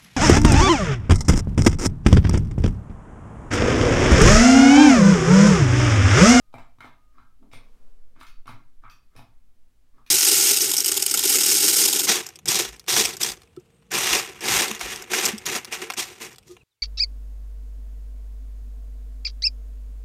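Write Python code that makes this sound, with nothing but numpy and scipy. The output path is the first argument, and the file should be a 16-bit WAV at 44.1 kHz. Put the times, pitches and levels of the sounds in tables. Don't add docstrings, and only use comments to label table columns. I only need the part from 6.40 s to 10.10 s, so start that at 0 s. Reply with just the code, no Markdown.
import sys
import numpy as np
from scipy import signal
from scipy.fft import rfft, irfft, next_fast_len
from scipy.io import wavfile
from scipy.ndimage import uniform_filter1d

SR = 44100
rng = np.random.default_rng(int(sys.argv[2]) if len(sys.argv) > 2 else 0)


def wrap_up_sound(samples):
    columns = np.atleast_2d(samples).T
    tamed = np.clip(columns, -1, 1)
    steps = np.round(tamed * 32767).astype(np.int16)
    wavfile.write(sys.argv[1], SR, steps)


N = 163170

# pitch_hz [Hz], density_db [relative dB]
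AIR_COLOUR = [(30, -88), (48, -77), (75, -100), (110, -102.5), (170, -101), (250, -100), (380, -109),
              (1000, -114), (3000, -118), (8000, -121), (15500, -124)]
AIR_DB = -64.5
# time_s [s], level_db [dB rms]
RUMBLE_SWELL = [(0.0, -57), (0.17, -43.5), (0.5, -54.5), (1.51, -36.5), (1.9, -47.5), (1.93, -34),
                (2.67, -48), (2.76, -45), (3.7, -52.5)]
# pitch_hz [Hz], level_db [relative dB]
RUMBLE_COLOUR = [(1, 5.5), (4, 9.5), (9, -0.5), (17, 3), (25, -42.5), (35, -43), (70, -65.5), (200, -120)]
# pitch_hz [Hz], level_db [dB rms]
HUM_LINES = [(48, -78.5), (102, -79), (248, -88.5)]

# start_s [s], end_s [s], level_db [dB rms of the upper line]
MOTOR_RUNS = [(-.05, 0.213, -78.5), (0.453, 0.743, -74)]
WHINE_HZ, WHINE_SUB_DB = 1238, -11

# pitch_hz [Hz], t60_s [s to fall 60 dB]
ROOM_T60 = [(100, 0.38), (250, 0.35), (500, 0.39), (1200, 0.35), (2500, 0.32), (5000, 0.31), (10000, 0.2),
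            (15000, 0.26)]
FIRST_WALL_S, ROOM_BUILD_S = 0.0043, 0.004
WALL_GRAIN, WALL_GRAIN_S = 0.3, 0.02
ECHO_EVEN_HZ = 76
WALLS_DB = -6.5
# pitch_hz [Hz], level_db [dB]
DIRECT_COLOUR = [(100, -8.5), (700, -1), (1300, -5.5), (2200, -9), (4000, -7.5), (12000, -10.5)]
CHATTER_S, CHATTER_DB = 0.0028, 9.5
RIPPLE_DB, RIPPLE_STEP_HZ, RIPPLE_FROM_HZ = 4.5, 110.3, 2420

# peak_s [s], level_db [dB before the room]
THUMPS = [(1.029, -41), (1.085, -61), (2.153, -48), (3.56, -52)]
# pitch_hz [Hz], level_db [relative dB]
THUMP_COLOUR = [(60, -14), (180, -15), (275, 6.5), (340, -9), (450, -14), (800, -39), (2500, -57)]
THUMP_RISE_S, THUMP_FALL_S, THUMP_DIRECT_DB = 0.011, 0.007, -3
# time_s [s], level_db [dB rms]
RUSTLE_SWELL = [(1.0, -110), (1.25, -67.5), (1.48, -68), (1.62, -74), (1.75, -75.5), (2.0, -110)]
# pitch_hz [Hz], level_db [relative dB]
RUSTLE_COLOUR = [(80, -38), (230, 12), (330, -6), (440, 9), (800, -5), (1200, -4.5), (2000, -11.5),
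                 (6000, -17), (15000, -24)]

# time_s [s], level_db [dB before colour], ring_hz [Hz], ring_lift_db [dB]
SNAPS = [(1.1309, -15, 8920, 22), (1.809, -33, 9600, 27), (1.867, -14, 9700, -2), (2.07, -14.5, 9800, 11),
         (2.498, -15, 11300, 2), (2.763, -16, 9680, 11.5), (3.663, -14.5, 9600, -1)]
# pitch_hz [Hz], level_db [dB]
SNAP_COLOUR = [(100, 8), (600, -17), (1200, -1), (2000, -3), (4500, -3), (6200, -8), (7300, -13.5),
               (11000, -8), (15500, -17)]
# pitch_hz [Hz], width_hz [Hz], lift_db [dB]
SWITCH_MODES = [(1770, 130, 6), (2530, 260, 10), (3800, 500, 4), (4850, 450, 3), (5430, 450, 5),
                (6200, 450, 5)]
RING_WIDTH_HZ, SNAP_DIRECT_DB = 970, -3

# start_s [s], end_s [s], level_db [dB reached at the end]
SCRAPES = [(0.723, 0.799, -59), (1.754, 1.813, -53), (2.417, 2.446, -56.5), (2.714, 2.768, -60.5),
           (3.532, 3.593, -63)]
# pitch_hz [Hz], level_db [relative dB]
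SCRAPE_COLOUR = [(60, -18), (250, 12.5), (500, -10), (1250, 6.5), (2500, -13.5), (4000, -9.5), (12000, -29)]
SCRAPE_GRAIN, SCRAPE_RISE_DB, SCRAPE_DIRECT_DB = 0.25, 12.5, 4

# time_s [s], six blow levels at the KNOCK_HZ pitches [dB before the housing],
# direct_db [dB], favoured spot_hz [Hz], spot_lift_db [dB]
KNOCKS = [ (0.1281, -21, -23, -16, -25, -20.5, -38, -4, 800, 13),
          (0.1399, 5, 4.5, -10, -6, -26, -29, 1.5, 737, 9.5),
          (0.1824, -9, -5.5, -4.5, -9, -18, -31, 0.5, 910, 3.5),
          (0.3848, -8, -20, -20, -25, -32, -46, 2.5, 1300, 1),
          (0.4052, -6, -2, 1, -0.5, -19.5, -27, 0, 1970, 3),
          (0.4446, -3, 1.5, -4.5, -9, -17, -29.5, -1.5, 304, 6),
          (0.7814, -10, -17, -11, -23, -31, -54, -1, 1380, 9),
          (1.027, -17, -11, -23.5, -41, -39, -58, -2, 290, 10),
          (1.1142, -3.5, -9.5, -17, -13.5, -14.5, -29, -8, 2430, 5.5),
          (1.134, 1.5, -3, -10, -9.5, -10.5, -35, -3.5, 490, 10),
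          (1.761, -14, -28, -18.5, -22, -36, -66, 1, 1400, 5),
          (1.794, -10, -9, -27, -18, -17, -21.5, -17, 2500, 2),
          (1.811, -17, -16, -6, -7, -12, -37, 1.5, 1360, 7.5),
          (1.8296, -49, -19, -11, -19, -29, -25, 3, 1400, 4),
          (2.057, -2.5, -7, -9, -14, -23, -39, -2.5, 1210, 2.5),
          (2.0773, -8, -3.5, 0, -5, -16, -31, -1.5, 1250, 3),
          (2.092, 6.5, -3, 2, -12, -17, -27, -1, 245, 4),
          (2.4363, -6, -12.5, -3, -11.5, -27, -69, -6.5, 1190, 8.5),
          (2.478, -11, -32, -15, -31, -43, -51, 6.5, 1130, 3),
          (2.7521, 2.5, -3, -20, -20, -25, -36, -5, 254, 1),
          (2.764, 1, -14, -11.5, -15.5, -27, -27, -7.5, 910, 0),
          (2.792, -2.5, -5.5, -13, -20.5, -22.5, -39, 0, 780, 6),
          (3.5803, -12.5, -20, -16.5, -41, -41, -62, -1.5, 1180, 5)]
KNOCK_HZ = [120, 650, 1300, 2100, 3500, 10000]
# pitch_hz [Hz], width_hz [Hz], lift_db [dB]
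HOUSING_MODES = [(673, 50, 8), (827, 40, 6), (905, 35, 8), (982, 24, 8), (1132, 90, 5.5), (1200, 16, 5),
                 (1301, 36, 6), (1400, 24, 6), (1595, 40, 8), (1780, 24, 8), (2125, 110, 13),
                 (2350, 300, 9.5), (3030, 90, 8)]
# pitch_hz [Hz], level_db [dB]
HOUSING_TILT = [(30, -10.5), (75, -6.5), (108, 9.5), (140, 4), (190, -15), (248, 5.5), (310, -7),
                (400, -10.5), (520, -10.5), (740, -6.5), (1300, -0.5), (1900, -8), (3300, -1.5),
                (3800, 5.5), (4300, -1.5), (4850, -2), (6500, -2.5), (10000, -0.5), (15500, -6)]
SPOT_WIDTH = 0.25

TOP_HZ = 15850


def amp(db):
    return 10 ** (np.asarray(db) / 20)


def along(points, hz):
    pitch_hz, value = np.transpose(points)
    return np.interp(np.log(hz + 1), np.log(pitch_hz + 1), value)


def lift(resonances, hz):
    return sum(db / (1 + (2 * (hz - centre) / width) ** 2) for centre, width, db in resonances)


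def noise(colour):
    spectrum = rfft(rng.standard_normal(N)) * amp(along(colour, np.fft.rfftfreq(N, 1 / SR)))
    x = irfft(spectrum, N)
    return x / x.std()


def swell(rows):
    return amp(np.interp(np.arange(N) / SR, *np.transpose(rows)))


def tones(lines):
    t = np.arange(N) / SR
    return sum(np.sqrt(2) * amp(db) * np.sin(2 * np.pi * (hz * t + rng.random())) for hz, db in lines)


def background():
    air = amp(AIR_DB) * noise(AIR_COLOUR)
    rumble = swell(RUMBLE_SWELL) * noise(RUMBLE_COLOUR)
    return air + rumble + tones(HUM_LINES)


def whine():
    t = np.arange(N) / SR
    running = 0
    for start, end, db in MOTOR_RUNS:
        running += amp(db) * np.clip(np.minimum(t - start, end - t) * 50, 0, 1)
    return running * tones([(WHINE_HZ, 0), (WHINE_HZ / 2, WHINE_SUB_DB)])


def ringing(level_db, size=16384):
    cepstrum = irfft(np.log(amp(level_db(np.fft.rfftfreq(size, 1 / SR)))))
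    cepstrum[1:size // 2] *= 2
    cepstrum[size // 2 + 1:] = 0
    return irfft(np.exp(rfft(cepstrum)))


def walls():
    size = 256
    hz, s, z = signal.stft(rng.standard_normal(SR), SR, nperseg=size)
    decay = amp(-60 * s / along(ROOM_T60, hz)[:, None])
    tail = signal.istft(z * decay, SR, nperseg=size)[1][:SR]
    t = np.arange(SR) / SR
    spread = WALL_GRAIN * np.exp(-t / WALL_GRAIN_S)
    echoes = np.repeat(rng.standard_normal(SR), 20)[:SR]
    build_up = 1 - np.exp(-np.maximum(t - FIRST_WALL_S, 0) / ROOM_BUILD_S)
    tail *= np.exp(spread * echoes - spread ** 2) * build_up
    power = np.abs(rfft(tail)) ** 2
    broad_power = uniform_filter1d(power, 20 * ECHO_EVEN_HZ)
    uneven = np.abs(uniform_filter1d(power, ECHO_EVEN_HZ) / broad_power)
    tail = irfft(rfft(tail) / np.sqrt(uneven), SR) * (t < 0.85)
    return tail / np.linalg.norm(tail)


def direct_crack():
    t = np.arange(SR) / SR
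    chatter = rng.standard_normal(SR) * t * np.exp(-2 * t / CHATTER_S)
    click = np.arange(SR) == int(CHATTER_S * SR / 2)
    crack = amp(CHATTER_DB) * chatter / np.linalg.norm(chatter) + click
    shading = ringing(lambda hz: along(DIRECT_COLOUR, hz))
    return signal.fftconvolve(crack / np.linalg.norm(crack), shading)[:SR]


def room(direct_db):
    return amp(WALLS_DB) * walls() + amp(direct_db) * direct_crack()


def ripple():
    centres = np.arange(int(SR / RIPPLE_STEP_HZ)) * RIPPLE_STEP_HZ
    depth = RIPPLE_DB * np.minimum(centres / RIPPLE_FROM_HZ, 1) ** 2
    heights = depth * rng.standard_normal(SR)[:len(centres)]
    return lambda hz: np.interp(hz, centres, heights)


def add(track, time_s, level_db, path):
    start, small_modes = round(time_s * SR), ripple()
    ring = ringing(lambda hz: level_db(hz) + small_modes(hz))
    hit = signal.fftconvolve(ring, path)[:N - start]
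    track[start:start + len(hit)] += hit


def foot():
    t = np.arange(N) / SR
    pressure = 0
    for peak, db in THUMPS:
        pressure += amp(db) * np.exp(-np.maximum((peak - t) / THUMP_RISE_S, (t - peak) / THUMP_FALL_S))
    thumps = signal.fftconvolve(pressure * noise(THUMP_COLOUR), room(THUMP_DIRECT_DB))[:N]
    return thumps + swell(RUSTLE_SWELL) * noise(RUSTLE_COLOUR)


def switch():
    out = np.zeros(N)
    for time_s, db, ring_hz, ring_db in SNAPS:
        modes = SWITCH_MODES + [(ring_hz, RING_WIDTH_HZ, ring_db)]
        add(out, time_s, lambda hz: db + along(SNAP_COLOUR, hz) + lift(modes, hz), room(SNAP_DIRECT_DB))
    return out


def hinge():
    t = np.arange(N) / SR
    force = 0
    for start, end, db in SCRAPES:
        rise_db = SCRAPE_RISE_DB * np.clip((t - end) / (end - start), -1, 0)
        force += amp(db + rise_db) * (t > start) * (t < end)
    friction = rng.standard_normal(N)
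    grain_gain = np.repeat(np.exp(SCRAPE_GRAIN * rng.standard_normal(N)), 20)[:N]
    grains = friction * grain_gain
    ring = ringing(lambda hz: along(SCRAPE_COLOUR, hz) + lift(HOUSING_MODES, hz))
    body = signal.fftconvolve(ring, room(SCRAPE_DIRECT_DB))
    return signal.fftconvolve(force * grains / grains.std(), body / np.linalg.norm(body))[:N]


def treadle():
    out = np.zeros(N)
    for time_s, *levels, direct_db, spot_hz, spot_db in KNOCKS:
        blow = list(zip(KNOCK_HZ, levels))
        modes = HOUSING_MODES + [(spot_hz, SPOT_WIDTH * spot_hz, spot_db)]
        add(out, time_s, lambda hz: along(blow, hz) + along(HOUSING_TILT, hz) + lift(modes, hz),
            room(direct_db))
    return out


def scene():
    return (treadle() + hinge() + switch() + foot() + whine() + background())[None]


def record(dry):
    size = next_fast_len(N + SR // 2)
    passed = np.fft.rfftfreq(size, 1 / SR) < TOP_HZ
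    return irfft(rfft(dry, size) * passed, size)[..., :N]


dry = scene()
out = record(dry)
wrap_up_sound(out)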